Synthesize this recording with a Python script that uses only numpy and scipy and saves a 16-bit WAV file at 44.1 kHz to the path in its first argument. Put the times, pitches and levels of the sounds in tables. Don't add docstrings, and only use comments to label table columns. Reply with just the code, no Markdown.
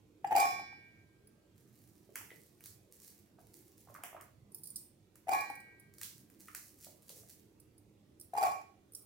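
import sys
import numpy as np
from scipy import signal
from scipy.io import wavfile
from scipy.ndimage import uniform_filter1d

SR = 44100
rng = np.random.default_rng(int(sys.argv[2]) if len(sys.argv) > 2 else 0)


def to_wav(sig):
    pcm = np.clip(np.atleast_2d(sig), -1, 1) * 32767
    pcm = np.round(pcm).astype(np.int16)
    wavfile.write(sys.argv[1], SR, pcm.T)


def boost(x):
    u = np.asarray(x, float) / 20
    return 10 ** u


N = 399105

# frequency in Hz, density in dB per Hz.
HUM_SPECTRUM = [(15, -53), (25, -26.5), (102, -4.5), (195, -9), (270, -12), (309, -6.5), (607, -21),
                (659, -23), (1610, -33), (2110, -32), (16000, -41)]
# frequency in Hz, likeness from 0 to 1.
HUM_LIKENESS = [(60, 1), (300, 0.83), (1000, 0.12), (8000, 0.14)]
# frequency in Hz, lift over the hum in dB.
MOTOR_TONES = [(100, 4), (152, -0.5), (203, 6), (305, 2.5), (405, 1.5)]
# frequency in Hz, t60 in seconds.
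ROOM_DECAY = [(300, 0.74), (1000, 0.4), (3000, 0.52), (8000, 0.44), (15000, 0.4)]
# start in seconds, length in seconds, level in dB.
SCRAPE_STROKES = [(1.536, 0.9, -75), (2.204, 0.37, -76.5), (2.599, 0.11, -67.5), (2.899, 0.21, -67),
                  (3.376, 0.32, -71), (3.752, 0.12, -74), (5.971, 0.045, -70.5), (6.123, 0.174, -74),
                  (6.377, 0.31, -68), (6.77, 0.07, -61), (7.044, 0.098, -62.5), (7.262, 0.038, -66.5)]
# start in seconds, level in dB, pitch in Hz.
CUBE_TUMBLES = [(2.091, -50.5, 393), (2.212, -53.5, 900), (2.303, -55, 2000), (2.315, -59, 2000),
                (2.316, -50, 440), (3.386, -52.5, 714), (3.872, -54.5, 770), (3.886, -58, 1020),
                (3.899, -49.5, 620), (3.949, -48, 1206), (3.961, -49, 1130), (3.988, -52, 880),
                (4.036, -45, 696), (4.129, -49, 697), (4.147, -45, 647), (4.165, -49.5, 1222),
                (4.177, -56, 895), (4.202, -51.5, 1107), (6.484, -52.5, 1266), (6.867, -51, 622),
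                (7.1, -49, 486), (7.168, -52.5, 444), (7.233, -57, 622)]
# time in seconds, treble level in dB, mid level in dB over the treble.
PLATE_TICKS = [(1.728, -57.5, -25), (1.875, -52, -14.5), (2.1565, -28.5, -7.5), (2.607, -47.5, -7.5),
               (2.6393, -41, -21.5), (2.658, -36.5, -16), (3.019, -47.5, -33), (3.26, -60, -4.5),
               (3.5684, -48, -23), (3.779, -48.5, -25), (3.9421, -42, -13), (4.0361, -31.5, -6),
               (4.2106, -42, -9.5), (5.156, -45.5, -10), (5.9382, -47.5, -15), (5.9831, -41.5, -17),
               (6.0141, -31.5, -12.5), (6.0319, -29.5, -46), (6.3, -49.5, -8), (6.41, -50.5, -11),
               (6.4832, -47, -4), (6.549, -30.5, -11.5), (6.8455, -41, -27), (7.022, -49.5, -28),
               (7.093, -36.5, -29), (7.2871, -48, -20), (7.396, -51.5, -21.5)]
# start in seconds, level in dB.
BANGLE_CLINKS = [(1.2725, -53.5), (4.5191, -48), (4.5456, -37.5), (4.5824, -49.5), (4.6344, -36),
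                 (4.6404, -40), (4.6564, -40.5), (4.6713, -35.5), (4.7032, -42), (4.7586, -29),
                 (4.7654, -36.5), (5.407, -36.5), (5.5004, -43), (5.5533, -44.5), (5.6017, -47),
                 (5.7977, -49), (7.5994, -45.5), (7.7797, -52.5), (8.1983, -42), (8.2107, -40),
                 (8.921, -53), (8.934, -45.5), (8.9491, -33), (9.023, -53.5)]
# frequency in Hz, level in dB, t60 in seconds.
GLASS_MODES = [(5020, -11, .05), (5600, -13, .04), (8800, -5, .04), (9400, -2, .045), (9900, -3, .03),
               (10800, -1, .03), (12300, -3, .02), (14150, -5, .03), (14800, -2, .03)]
# start in seconds, level in dB.
BLADE_HITS = [(0.267, -58), (0.3598, -41), (0.396, -38), (5.312, -47.5), (8.379, -49.5), (8.428, -44.5),
              (8.511, -54.5)]
# frequency in Hz, level in dB, t60 in seconds.
BLADE_MODES = [(4840, 0, .1), (7390, -6, .25), (7540, -2, .12)]
# frequency in Hz, level in dB, t60 in seconds, lead of the left channel in radians.
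STEEL_MODES = [(1107, 4, .52, 3.1), (1582, -21, 2.4, 1.5), (1700, -16, .7, 1.5), (1826, -21, 1.5, 1.5),
               (1910, -19, 1.4, 1.5), (2213, -17, 1.4, .9), (2334, -6, 1.1, .9), (2386, -1, .45, .9)]
# frequency in Hz, level in dB, t60 in seconds.
STEEL_HIGH_MODES = [(3015, -11, .9), (3472, -5, 1.1), (3668, -4, 1.0), (4054, -5, .9), (4204, -2, .75),
                    (4576, -4.5, 1.1), (5040, -4, .7), (5103, -4, .7), (5259, -6, .8), (5324, -4, .75),
                    (5561, -6, .8), (5728, -2, .75), (6029, -3, .65), (6185, -4, .8), (6748, -4, .75),
                    (6926, -3, .55), (7079, -4, .3), (7951, -7, .45), (8522, -5, .48), (8845, -8, .44)]
# time of the handful in seconds, extra decay added to 1 / t60 in 1/s,
# then the levels in dB of the base mode, low wall modes, rim modes and high modes.
JAR_FILL = [(0.399, 0.022, -4, -5, -3, -21.5), (5.401, 0.078, 8, 7.5, 5.5, -21),
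            (8.499, 1.3, 12, -4, 3, -14)]
# start in seconds, thud level in dB, blow on the steel wall in dB over the thud.
CUBE_DROPS = [(0.243, -26.5, -50.5), (0.27, -40, -16), (0.307, -29, -33.5), (0.315, -24, -46.5),
              (0.322, -21.5, -44), (0.349, -20, -32.5), (0.36, -23.5, -1.5), (0.369, -22.5, -32.5),
              (0.378, -21.5, -16), (0.385, -31, -6.5), (0.397, -25.5, 6.5), (0.406, -29, -1.5),
              (0.416, -28.5, -32.5), (0.424, -27.5, -15.5), (0.452, -26.5, -14), (0.505, -40.5, 0.5),
              (0.593, -38, -27), (0.725, -48, -39.5), (5.269, -41.5, -34), (5.28, -33.5, -24.5),
              (5.288, -26, -18.5), (5.314, -27.5, -13.5), (5.322, -27, -23.5), (5.33, -31.5, 4.5),
              (5.344, -29.5, -10), (5.364, -47.5, -39), (5.384, -39, -2.5), (5.409, -39.5, -6),
              (5.498, -35.5, -59.5), (8.333, -34, -26.5), (8.349, -35, -31.5), (8.362, -34.5, -21.5),
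              (8.372, -31, -10.5), (8.38, -26.5, -24), (8.408, -29.5, -19.5), (8.416, -30, -19),
              (8.424, -26, -13), (8.432, -20.5, -26), (8.448, -38.5, 5), (8.456, -32, -15.5),
              (8.464, -29.5, -24), (8.479, -42, -21), (8.513, -42, -2), (8.61, -50, -6)]


def evened(x):
    return x / np.sqrt(np.mean(x ** 2) + 1e-20)


def read(points, hz):
    f, value = np.transpose(points)
    return np.interp(np.log(hz + 1), np.log(f + 1), value)


def add(mix, s, sound):
    part = mix[..., round(s * SR):][..., :sound.shape[-1]]
    part += sound[..., :part.shape[-1]]


def band(x, lo_hz, hi_hz):
    return signal.sosfilt(signal.butter(2, [lo_hz, hi_hz], "band", fs=SR, output="sos"), x)


def swell(size, rise_s, power=1):
    u = np.arange(size) / SR / rise_s
    return (u * np.exp(1 - u)) ** power


def placed(x, pan_db, lag):
    return np.array([np.roll(x, lag) * boost(pan_db / 2), x * boost(-pan_db / 2)])


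def hum():
    frames, hz = N // 1024 + 5, np.fft.rfftfreq(4096, 1 / SR)
    a, b, c, d, patches = rng.standard_normal((frames, 2049, 5)).T
    patches = evened(uniform_filter1d(uniform_filter1d(patches, 12, 0), 6, 1))
    tones_db = sum(db * np.exp(-((hz - f) / 9) ** 2) for f, db in MOTOR_TONES)
    likeness = read(HUM_LIKENESS, hz)[:, None]
    left = a + 1j * b
    right = likeness * left + np.sqrt(1 - likeness ** 2) * (c + 1j * d)
    spectrum_db = (read(HUM_SPECTRUM, hz) + tones_db)[:, None] + 2.4 * patches
    z = np.array([left, right]) * boost(spectrum_db)
    rumble = signal.istft(z, nperseg=4096, noverlap=3072)[1][:, :N]
    return boost([[-63.0], [-59.2]]) * evened(rumble)


def kitchen(x):
    taps = np.zeros((6, SR // 2 + SR // 4))
    at = np.arange(300, taps.shape[1] - 20, 20)
    at = at + rng.integers(0, 20, (6, len(at)))
    np.put_along_axis(taps, at, rng.choice([-1., 1.], at.shape), 1)
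    hz, t, z = signal.stft(taps, SR, nperseg=256)
    decay_db = -60 * t / read(ROOM_DECAY, hz)[:, None]
    tails = signal.istft(z * boost(decay_db), SR, nperseg=256)[1]
    tails = tails / np.linalg.norm(tails[0])
    turn = 2 * np.pi * 7 * np.arange(N) / SR
    turn = turn + 2 * np.pi / 3 * np.arange(3)[:, None]
    fed = np.repeat(x * np.sqrt((1 + np.cos(turn)) / 3), 2, 0)
    wet = signal.fftconvolve(fed, tails, axes=1)[:, :N].reshape(3, 2, N).sum(0)
    return (wet + 0.039 * wet[::-1]) * boost([[-1.8], [1.8]])


def rustle():
    rise_s, fade_db_per_s, crackles_per_s = .03, 116.5, 1200
    t, strokes = np.arange(N) / SR, np.zeros(N)
    for s, length, db in SCRAPE_STROKES:
        fade_db = fade_db_per_s * np.maximum(t - s - length, 0)
        strokes += np.clip((t - s) / rise_s, 0, 1) * boost(db - fade_db)
    clumps_db = 4.5 * evened(uniform_filter1d(rng.standard_normal(N), 500))
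    size = boost(3.5 * np.minimum(rng.exponential(1, N), 5))
    crackles = size * (rng.random(N) < crackles_per_s / SR) * rng.standard_normal(N)
    wet = evened(band(crackles, 3200, 18000) + 0.49 * band(crackles, 1700, 3500))
    return strokes * boost(clumps_db) * wet


def tumbles():
    out, t = np.zeros(N), np.arange(2000) / SR
    noises = rng.standard_normal((len(CUBE_TUMBLES), 2000))
    for (s, db, hz), noise in zip(CUBE_TUMBLES, noises):
        knock = 1.2 * np.sin(2 * np.pi * hz * t) + 3 * band(noise, .7 * hz, 1.6 * hz)
        add(out, s, boost(db) * swell(size=2000, rise_s=.0018) * knock)
    return out


def ticks():
    treble, mid = np.zeros((2, 2, N))
    noises = rng.standard_normal((len(PLATE_TICKS), 2000))
    for (s, db, mid_db), noise in zip(PLATE_TICKS, noises):
        puff = swell(size=2000, rise_s=.002, power=2) * noise
        click = np.linalg.norm(puff) * (np.arange(2000) == 60)
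        snap = np.array([puff, click])
        add(treble, s - .0012, boost(db - 6) * snap)
        add(mid, s - .0012, boost(db + mid_db + 6.5) * snap)
    return band(treble, 2900, 19000) + band(mid, 1100, 3300)


def bangles():
    (chime, scratch), t = np.zeros((2, N)), np.arange(3000) / SR
    hz, db, t60 = np.transpose(GLASS_MODES)[:, :, None]
    draws = rng.standard_normal((len(BANGLE_CLINKS), 2, len(GLASS_MODES), 1))
    for (s, level_db), (hoop, spot) in zip(BANGLE_CLINKS, draws):
        mode_hz = hz * (1 + .018 * hoop)
        modes = boost(db + 5 * spot - 60 * t / t60) * np.sin(2 * np.pi * mode_hz * t)
        add(chime, s, boost(level_db - 10.5) * modes.sum(0) * np.minimum(t / 0.00031, 1))
        tick = swell(size=3000, rise_s=0.0026) * rng.standard_normal(3000)
        add(scratch, s, boost(level_db - 11.0) * tick)
    hoops = (boost(db / 3 - 60 * t / 0.002) * np.sin(2 * np.pi * hz * t)).sum(0)
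    scratch = signal.oaconvolve(scratch, hoops / np.linalg.norm(hoops))[:N]
    return chime, band(band(scratch, 4400, 19000), 4600, 18000)


def pings():
    out, t = np.zeros(N), np.arange(8000) / SR
    hz, db, t60 = np.transpose(BLADE_MODES)[:, :, None]
    spots = rng.standard_normal((len(BLADE_HITS), len(BLADE_MODES), 1))
    for (s, level_db), spot in zip(BLADE_HITS, spots):
        tones = boost(level_db + db + 2 * spot - 60 * t / t60) * np.sin(2 * np.pi * hz * t)
        add(out, s, tones.sum(0) * np.minimum(t / .0012, 1))
    return out


def steel_modes():
    lead = 2 * rng.random(len(STEEL_HIGH_MODES))
    return np.vstack([STEEL_MODES, np.c_[STEEL_HIGH_MODES, lead]])


def rings():
    out, t = np.zeros((2, N)), np.arange(int(1.5 * SR)) / SR
    lead_in_s = .3
    hz, db, t60, lead = steel_modes().T[:, :, None]
    group = np.digitize(hz[:, 0], [1300, 2000, 3000])
    damping = np.where(group[:, None] < 3, 1, 1.4)
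    drops = np.array(CUBE_DROPS)
    spot_db = 2.5 * rng.standard_normal((len(drops), len(hz)))
    for start, fill, *pour_db in JAR_FILL:
        pour = abs(drops[:, 0] - start) < 1
        s, thud_db, wall_db = drops[pour].T
        blows = np.zeros((len(hz), SR))
        at = ((s - start + lead_in_s) * SR).astype(int)
        blows[:, at] = boost(thud_db + wall_db + spot_db[pour].T)
        share_db = np.array(pour_db)[group, None]
        decay_db = 60 * t * (1 / t60 + fill * damping)
        modes = boost(db + share_db - decay_db) * np.exp(2j * np.pi * hz * t)
        modes = modes * np.minimum(t / 0.0018, 1)
        rung = signal.fftconvolve(blows, modes, axes=1)
        left = (rung * np.exp(1j * lead)).imag.sum(0)
        add(out, start - lead_in_s, np.array([left, rung.imag.sum(0)]))
    return boost([[-14.0], [-11.0]]) * out


def thuds():
    air_hz, air_spread = 788.3, 0.045
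    (air, knocks, cracks), t = np.zeros((3, N)), np.arange(4000) / SR
    noises = rng.standard_normal((len(CUBE_DROPS), 4000))
    for (s, db, wall_db), noise in zip(CUBE_DROPS, noises):
        hz = air_hz * (1 + air_spread * noise[0])
        boom = swell(size=4000, rise_s=.0048, power=3) * np.sin(2 * np.pi * hz * t)
        add(air, s, boost(db + 1.5) * boom)
        add(knocks, s, boost(db - 4.5) * swell(size=4000, rise_s=0.0035, power=1.72) * noise)
        crack_db = db - 7 + 0.41 * wall_db
        add(cracks, s + .003, boost(crack_db) * swell(size=4000, rise_s=.002, power=1.3) * noise)
    crack = band(band(cracks, 3800, 19000), 3600, 18000)
    knock = band(knocks, 300, 660) + .7 * band(band(knocks, 1100, 2600), 720, 2800)
    return air, crack + knock


def scene():
    (air, cracks), ring, blade = thuds(), rings(), pings()
    (taps, clicks), knocks, scrape, (chime, scratch) = ticks(), tumbles(), rustle(), bangles()
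    near = placed(air, 3.8, lag=1) + placed(cracks + blade, -8.5, lag=9) + ring
    near += placed(taps + knocks + scrape, -2.1, lag=0) + placed(chime + scratch, -5.5, lag=4)
    sent = boost(-3.0) * air + boost(-1.5) * cracks + boost(-6.5) * blade + boost(-5.0) * ring[1]
    sent += boost(-1.5) * (scratch + 0.48 * chime)
    sent += boost(2.0) * clicks + boost(1) * knocks + boost(1.5) * scrape
    return near + kitchen(sent) + hum()


def low_pass(x):
    return signal.sosfilt(signal.butter(12, 15950, fs=SR, output="sos"), x)


def record(dry):
    z = signal.stft(dry, nperseg=512, noverlap=384)[2]
    power = (abs(z) ** 2).mean(0)
    power = uniform_filter1d(uniform_filter1d(power, size=16, axis=0), size=9, axis=1)
    steady = np.percentile(power, 15, axis=1, keepdims=True)
    keep = np.clip(1 - 3.3 * steady / (abs(power) + 1e-20), boost(-4.5), 1)
    keep = uniform_filter1d(keep, size=5, axis=1)
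    mix = signal.istft(z * keep, nperseg=512, noverlap=384)[1][:, :N]
    return low_pass(mix)


dry = scene()
out = record(dry)
to_wav(out)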